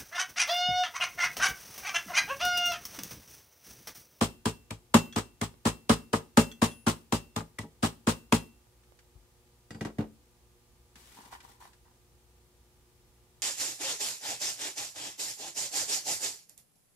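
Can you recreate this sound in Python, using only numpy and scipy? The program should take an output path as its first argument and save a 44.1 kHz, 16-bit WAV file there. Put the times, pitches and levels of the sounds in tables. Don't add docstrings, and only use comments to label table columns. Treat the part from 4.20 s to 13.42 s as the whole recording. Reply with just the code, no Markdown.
import sys
import numpy as np
from scipy import signal
from scipy.fft import rfft, irfft
from scipy.io import wavfile
from scipy.ndimage import uniform_filter1d

SR = 44100
rng = np.random.default_rng(int(sys.argv[2]) if len(sys.argv) > 2 else 0)


def wav_out(sig):
    wavfile.write(sys.argv[1], SR, np.round(np.clip(np.atleast_2d(sig).T, -1, 1) * 32767).astype(np.int16))


N = 406602
AGE = np.arange(int(.6 * SR)) / SR
BLOW_S = .065
BOOM_GROWTH = .55

# start_s, force_db (against a usual blow), squeeze_db (against the bite), ring_db
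BLOWS = [(0.0107, -0.6, -11, -49.5), (0.2555, -4, -16, -51.5), (0.506, -17.5, -23.5, -76),
         (0.7416, 6, -19, -38), (0.96, -5, -14.5, -54), (1.213, -7.7, -14.5, -65),
         (1.4531, -1, -9.5, -48.5), (1.694, 3, -13.5, -49), (1.9308, -6, -13, -60), (2.1715, 5.5, -16, -40),
         (2.4182, 1, -12, -42.5), (2.666, -0.5, -6.5, -55), (2.9229, -2.5, -13, -50),
         (3.161, -9.5, -20, -79), (3.387, -17.5, -21.5, -84), (3.6272, -1.5, -8, -62),
         (3.8705, -0.1, -9, -48), (4.1229, 2, -17.5, -46)]
# pitch_hz, level_db, t60_s
BENCH_MODES = [(54, -12, .25), (82, -16, .11), (105, 0, .14)]
TRAY_MODES = [(152, -27.5, 0.034), (164.6, -17.5, 0.17), (217.6, -0.5, 0.06), (287.4, -8.5, 0.089),
              (404, -25, 0.11), (445.1, -19.5, .14), (580, -18.5, 0.082), (655, -25, 0.12),
              (830, -20, 0.12), (949, -20.5, 0.098), (1197, -17.5, 0.047)]
# frequency_hz, gain_db
KNOCK_SPECTRUM = [(200, -28.5), (350, 0.5), (440, 0), (600, -5.5), (730, -6), (840, -3), (980, -1.5),
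                  (1100, -3.5), (1230, -2), (1450, -10.5), (1900, -14), (3000, -24), (8000, -79.5)]
TICK_SPECTRUM = [(500, -19), (1500, 6), (2500, 1), (4500, -1.5), (8000, -4.5), (11000, -13), (15500, -26.5)]


def ramming():
    # frequency_hz, gain_db
    crunch_spectrum = [(400, -23), (1200, -2.5), (2000, -4), (3200, 0.5), (4500, -2), (6300, -4),
                       (8200, -1), (10000, -7.5), (12000, -13.5), (15500, -16.5)]
    # pitch_hz, level_db, t60_s
    flask_modes = [(1792, -2, .09), (2037, -3, .09), (2637, -2, .14), (3280, 0, .12), (4165, -1, .12),
                   (5049, -1, .15), (5276, -1, .12), (6298, -7, .14), (7490, -2, .16), (7994, -3, .15),
                   (9106, -2, .12)]
    bounce_hz = 226.8
    sand, body = np.zeros((2, 2, N))
    for s, force_db, squeeze_db, _ in BLOWS:
        crunch_db, boom_db = -32.8 + .83 * force_db, -34.5 + BOOM_GROWTH * force_db
        knock_db, thump_db = -29 + 1.05 * force_db, -31 + .92 * force_db
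        bounce_db = -29.5 + 1.5 * force_db
        lead_in = swell(peak_s=.004, sharpness=2.2)
        add(sand, s - .004, sized(grains(lead_in, crunch_spectrum, spread_db=.5), crunch_db - 21))
        bite = burst(rise_s=.0016, fall_s=.0036)
        squeeze = amp(squeeze_db) * swell(peak_s=.022, sharpness=2.4)
        add(sand, s, sized(grains(bite + squeeze, crunch_spectrum, spread_db=2.5), crunch_db))
        push = burst(rise_s=.0005, fall_s=.007)
        push += amp(squeeze_db + 5.5) * swell(peak_s=.014, sharpness=1.5)
        add(sand, s, sized(grains(push, KNOCK_SPECTRUM, spread_db=.5), knock_db))
        bounce = swell(peak_s=.014, sharpness=3.2) * np.sin(2 * np.pi * bounce_hz * AGE)
        add(body, s + .00042, sized(bounce, bounce_db))
        add(body, s + .00088, ring(TRAY_MODES, thump_db, rise_s=.012))
        add(body, s, ring(BENCH_MODES, boom_db, rise_s=.006))
        add(body, s, chime(flask_modes, crunch_db - 13.5))
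    return body + early_reflections(sand, level_db=-14.5)


def rod_ringing():
    # pitch_hz, level_db, t60_s
    rod_modes = [(1495, -25, .65), (2013, -25, .45), (2711, 0, .42), (3085, -21, .5), (5050, -22, .4),
                 (6298, -20, .33), (6954, -4, .22), (7994, -23, .5), (11490, -28, .7), (12520, -21, .45),
                 (14790, -19, .42)]
    ping_modes = [(10330, 0, .85)]
    # start_s, level_db
    pings = [(2.4182, -49)]
    strikes = [(s, db, rod_modes) for s, _, _, db in BLOWS] + [(s, db, ping_modes) for s, db in pings]
    out = np.zeros((2, N))
    for s, db, modes in strikes:
        next_s = min([row[0] for row in BLOWS if row[0] > s + BLOW_S], default=N / SR)
        damping = np.exp(-np.maximum(s + AGE - next_s, 0) / .0089)
        add(out, s, damping * chime(modes, db))
    return out


def rocking():
    # start_s, knock_db, thump_db
    landings = [(0.983, -41, -49), (1.936, -29, -38), (3.179, -44.5, -63), (3.205, -47.5, -49.5),
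                (3.433, -57.5, -48.5)]
    out = np.zeros((2, N))
    for s, knock_db, thump_db in landings:
        add(out, s, hit(KNOCK_SPECTRUM, knock_db, rise_s=.00073, fall_s=.0085, spread_db=-2))
        add(out, s, ring(TRAY_MODES, thump_db, rise_s=.015))
    return out


def rim_clacks():
    # start_s, level_db, pitch_hz
    contacts = [(0.505, -52.5, 2340), (1.2123, -48, 2100), (3.3845, -45.5, 2000), (4.1231, -39, 2450)]
    out = np.zeros((2, N))
    for s, db, hz in contacts:
        resonance = [(hz / 2, -35), (hz * .88, -13), (hz, 0), (hz * 1.14, -13), (hz * 2, -35)]
        add(out, s, hit(resonance, db, rise_s=.0008, fall_s=.007, spread_db=1.5))
    return out


def laying_down():
    # start_s, board_db, knock_db, tick_db
    contacts = [(5.506, -51, -54.5, -57), (5.546, -48.5, -55.5, -64), (5.609, -38.5, -44, -50.5),
                (5.649, -42, -42, -51.5), (5.784, -30.5, -40.5, -59), (5.805, -40, -44, -67)]
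    # pitch_hz, level_db, t60_s
    board_modes = [(122, 5.5, 0.075), (170, -8, 0.25), (217.7, 2, 0.23), (293, -3, 0.18), (436, -24, 0.14),
                   (454.4, -11.5, 0.28), (562, -17, 0.16), (705, -16, 0.078), (825, -24, 0.14)]
    clack_modes = [(1315, 3, 0.052), (1567, 4, 0.046), (1933, 9, 0.047), (2100, -19, 0.07), (2450, -5, .07),
                   (2810, -5, 0.12)]
    tool_modes = [(4750, 0, .35), (7580, -5, .45)]
    # frequency_hz, gain_db
    wood_spectrum = [(150, -16), (290, 3), (400, 4), (480, 1), (600, -4), (780, -2), (1000, -7.5),
                     (1300, -12.5), (2000, -19.5), (2800, -23), (4000, -28), (9000, -40)]
    out = np.zeros((2, N))
    for s, board_db, knock_db, tick_db in contacts:
        add(out, s, hit(TICK_SPECTRUM, tick_db, rise_s=.00035, fall_s=.018, spread_db=1.5))
        add(out, s, chime(clack_modes, tick_db - .6))
        add(out, s, hit(wood_spectrum, knock_db, rise_s=.00061, fall_s=.022, spread_db=4.5))
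        add(out, s, ring(board_modes, board_db, rise_s=.0045))
        add(out, s, ring(BENCH_MODES, BOOM_GROWTH * board_db - 29.5, rise_s=.0026))
    add(out, contacts[0][0], chime(tool_modes, -62.5))
    return early_reflections(out, level_db=-21)


def scooping():
    # start_s, length_s, rustle_db, rub_db
    strokes = [(6.755, 0.21, -58.5, -69.5), (6.959, .11, -59, -58.5), (7.103, 0.043, -57.5, -51.5),
               (7.222, 0.099, -62, -61.5), (7.398, .055, -59, -57), (7.649, 0.019, -82, -65.5)]
    # start_s, drag_db, snap_db
    clods = [(7.123, -56, -64), (7.134, -66, -62), (7.152, -63, -70), (7.203, -79, -62), (7.422, -61, -78),
             (7.451, -61, -70)]
    # start_s, level_db
    nudges = [(6.757, -67), (6.985, -64), (7.057, -65.5)]
    # frequency_hz, gain_db
    rustle_spectrum = [(100, -2), (280, 8), (550, -0.5), (1500, 0.5), (3000, 1), (5000, -0.5), (8500, 1),
                       (12000, -3), (15500, -6.5)]
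    rub_spectrum = [(200, -15), (600, -14), (850, 4.5), (980, 6.5), (1200, -8.5), (2000, -8.5), (2400, -26),
                    (3000, -21), (4500, -22), (9000, -42)]
    out = np.zeros((2, N))
    for s, length_s, rustle_db, rub_db in strokes:
        settling = np.exp(-np.maximum(AGE - length_s, 0) / .039)
        stroke = onset(rise_s=.0059) * settling
        slow_noise = unit_rms(uniform_filter1d(rng.standard_normal(len(AGE)), size=350))
        slips = amp(1.6 * slow_noise)
        add(out, s, amp(rustle_db) * stroke * unit_rms(grains(slips, rustle_spectrum, spread_db=1.5)))
        add(out, s, amp(rub_db) * stroke * unit_rms(grains(slips, rub_spectrum, spread_db=6.5)))
    for s, drag_db, snap_db in clods:
        add(out, s, hit(rub_spectrum, drag_db, rise_s=.00098, fall_s=.0081, spread_db=10))
        add(out, s, hit(TICK_SPECTRUM, snap_db, rise_s=.00055, fall_s=.0082, spread_db=2))
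    for s, db in nudges:
        add(out, s, ring(TRAY_MODES, db, rise_s=.003))
    return early_reflections(out, level_db=-3.5)


def handling():
    # start_s, level_db
    clinks = [(0.9252, -55.5), (2.315, -55.5), (2.5130, -61.5)]
    bumps = [(4.944, -55.5), (5.021, -62)]
    crumbs = [(4.635, -76), (4.789, -68), (5.27, -79.5), (6.756, -60.5), (7.057, -76), (7.532, -69)]
    # pitch_hz, level_db, t60_s
    clink_modes = [(3290, -4, .09), (3365, 0, .11), (3440, -6, .08), (4350, -11, .08), (5750, -11, .08),
                   (6045, -6, .15), (7278, -12, .13), (8400, -11, .06)]
    # frequency_hz, gain_db
    bump_spectrum = [(30, -18), (55, 5), (85, -3), (130, -14), (300, -30), (900, -32), (4000, -75)]
    out = np.zeros((2, N))
    for s, db in clinks:
        add(out, s, chime(clink_modes, db))
        add(out, s, hit(TICK_SPECTRUM, db - 4.5, rise_s=.0011, fall_s=.0095, spread_db=-8))
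    for s, db in bumps:
        add(out, s, hit(bump_spectrum, db, rise_s=.006, fall_s=.018, spread_db=-1.5))
    for s, db in crumbs:
        add(out, s, hit(TICK_SPECTRUM, db, rise_s=.00031, fall_s=.011, spread_db=1.5))
    return out


def early_reflections(x, level_db):
    count = 8
    taps = np.zeros((2, SR // 100))
    for port in taps:
        delays = rng.integers(SR // 2000, len(port), count)
        port[delays] = rng.choice([-1, 1], count) / np.sqrt(count)
    echoes = signal.oaconvolve(x, taps, axes=1)[:, :N]
    band = signal.butter(2, [1100, 6000], "band", fs=SR, output="sos")
    return x + amp(level_db) * signal.sosfilt(band, echoes)


def workshop(x):
    # frequency_hz, t60_s
    decay_times = [(100, 0.36), (300, 0.34), (1000, 0.25), (3000, .26), (8000, 0.27), (15000, 0.46)]
    hz, t, bands = signal.stft(paired(rng.standard_normal((2, len(AGE)))), SR, nperseg=256)
    decay = amp(-60 * t / curve_at(decay_times, hz)[:, None])
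    _, tail = signal.istft(bands * decay, SR, nperseg=256)
    tail = tail[:, :len(AGE)] * onset(rise_s=.0013)
    return signal.fftconvolve(x, tail / np.linalg.norm(tail[0]), axes=1)[:, :N]


def hum_and_air():
    # pitch_hz, rms_db
    partials = [(59.6, -69.5), (119.8, -73.5), (239.8, -82), (360, -75), (479.7, -81.5), (720, -88.5),
                (839.6, -85.5), (959, -89.5), (1199, -88)]
    # frequency_hz, gain_db
    air_spectrum = [(15, -46), (25, 2), (66, 0.5), (129, -9), (188, -12.5), (240, -14), (297, -18.5),
                    (359, -9.5), (410, -19), (482, -13), (598, -20), (848, -19), (1530, -24), (9050, -25),
                    (15500, -29.5)]
    t = np.arange(N) / SR
    knots = np.linspace(0, t[-1], num=40)
    hum = np.zeros(N)
    for hz, db in partials:
        waver = .31 * np.interp(t, knots, rng.standard_normal(len(knots)))
        hum += np.sqrt(2) * amp(db) * np.sin(2 * np.pi * (hz * t + rng.random()) + waver)
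    return hum + amp(-64) * unit_rms(grains(np.ones(N), air_spectrum, spread_db=.5))


def ring(modes, level_db, rise_s):
    hz, db, t60 = np.transpose(modes)[:, :, None]
    spot_db = 1.2 * rng.standard_normal(db.shape)
    waves = amp(db + spot_db - 60 * AGE / t60) * np.sin(2 * np.pi * hz * AGE)
    signs = (-1) ** np.arange(len(modes))
    return sized(signs @ waves * onset(rise_s), level_db)


def chime(modes, level_db):
    hz, db, t60 = np.transpose(modes)[:, :, None]
    phase = rng.random((2, len(modes), 1)) / 3
    spot_db = 1.5 * rng.standard_normal(phase.shape)
    waves = amp(db + spot_db - 60 * AGE / t60) * np.sin(2 * np.pi * (hz * AGE + phase))
    attack = np.minimum(AGE * SR / 20, 1)
    return sized(waves.sum(1) * attack, level_db)


def hit(spectrum, level_db, rise_s, fall_s, spread_db):
    return sized(grains(burst(rise_s, fall_s), spectrum, spread_db), level_db)


def grains(envelope, spectrum, spread_db):
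    count = len(envelope)
    clumps = amp(spread_db * np.repeat(rng.standard_normal(count // 32 + 1), 32)[:count])
    return colour(paired(rng.standard_normal((2, count)) * clumps * envelope), spectrum)


def paired(x):
    # frequency_hz, correlation
    coherence = [(60, 0.66), (270, 0.86), (450, .8), (740, 0.2), (1200, .15), (2500, 0.055), (5500, 0)]
    left, right = rfft(x)
    same = curve_at(coherence, np.fft.rfftfreq(x.shape[1], 1 / SR))
    return irfft([left, same * left + np.sqrt(1 - same ** 2) * right], x.shape[1])


def colour(x, spectrum):
    size = 4096
    log_gain = np.log(amp(curve_at(spectrum, abs(np.fft.fftfreq(size, 1 / SR)))))
    response = np.exp(np.conj(signal.hilbert(log_gain)))
    taps = np.fft.ifft(response).real[:size // 2]
    return signal.oaconvolve(x, taps[None], axes=1)[:, :x.shape[1]]


def onset(rise_s):
    return 1 - np.exp(-(AGE / rise_s) ** 2)


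def burst(rise_s, fall_s):
    return onset(rise_s) * np.exp(-AGE / fall_s)


def swell(peak_s, sharpness):
    return (AGE / peak_s * np.exp(1 - AGE / peak_s)) ** sharpness


def amp(db):
    return 10 ** (np.asarray(db) / 20)


def curve_at(points, hz):
    frequency, value = np.transpose(points)
    return np.interp(np.log(hz + 1), np.log(frequency), value)


def unit_rms(x):
    return x / np.sqrt(np.mean(x ** 2) + 1e-20)


def sized(x, db):
    return amp(db) * unit_rms(x) * np.sqrt(BLOW_S * SR / x.shape[-1])


def add(mix, start_s, sound):
    part = mix[:, max(round(start_s * SR), 0):][:, :sound.shape[-1]]
    part += sound[..., :part.shape[1]]


def scene():
    # frequency_hz, left_minus_right_db
    imbalance = [(50, 3.5), (200, 1), (550, 0), (1100, 1), (2400, -2.5), (4500, -1), (6000, 4),
                 (8200, 14.5), (10000, 14), (12500, 9), (15500, 3)]
    work = ramming() + rod_ringing() + rocking() + rim_clacks()
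    work += laying_down() + scooping() + handling()
    work += amp(-12.5) * workshop(work)
    ratio = amp(curve_at(imbalance, np.fft.rfftfreq(N, 1 / SR)))
    port_gains = np.array([ratio, np.ones_like(ratio)]) * np.sqrt(2 / (1 + ratio ** 2))
    return irfft(rfft(work) * port_gains, N) + hum_and_air()


def record(dry):
    bass_cut = signal.butter(5, 43, "high", fs=SR, output="sos")
    treble_cut = signal.firwin(511, 15750, window=("kaiser", 9), fs=SR)
    return signal.oaconvolve(signal.sosfilt(bass_cut, dry), treble_cut[None], "same")


dry = scene()
out = record(dry)
wav_out(out)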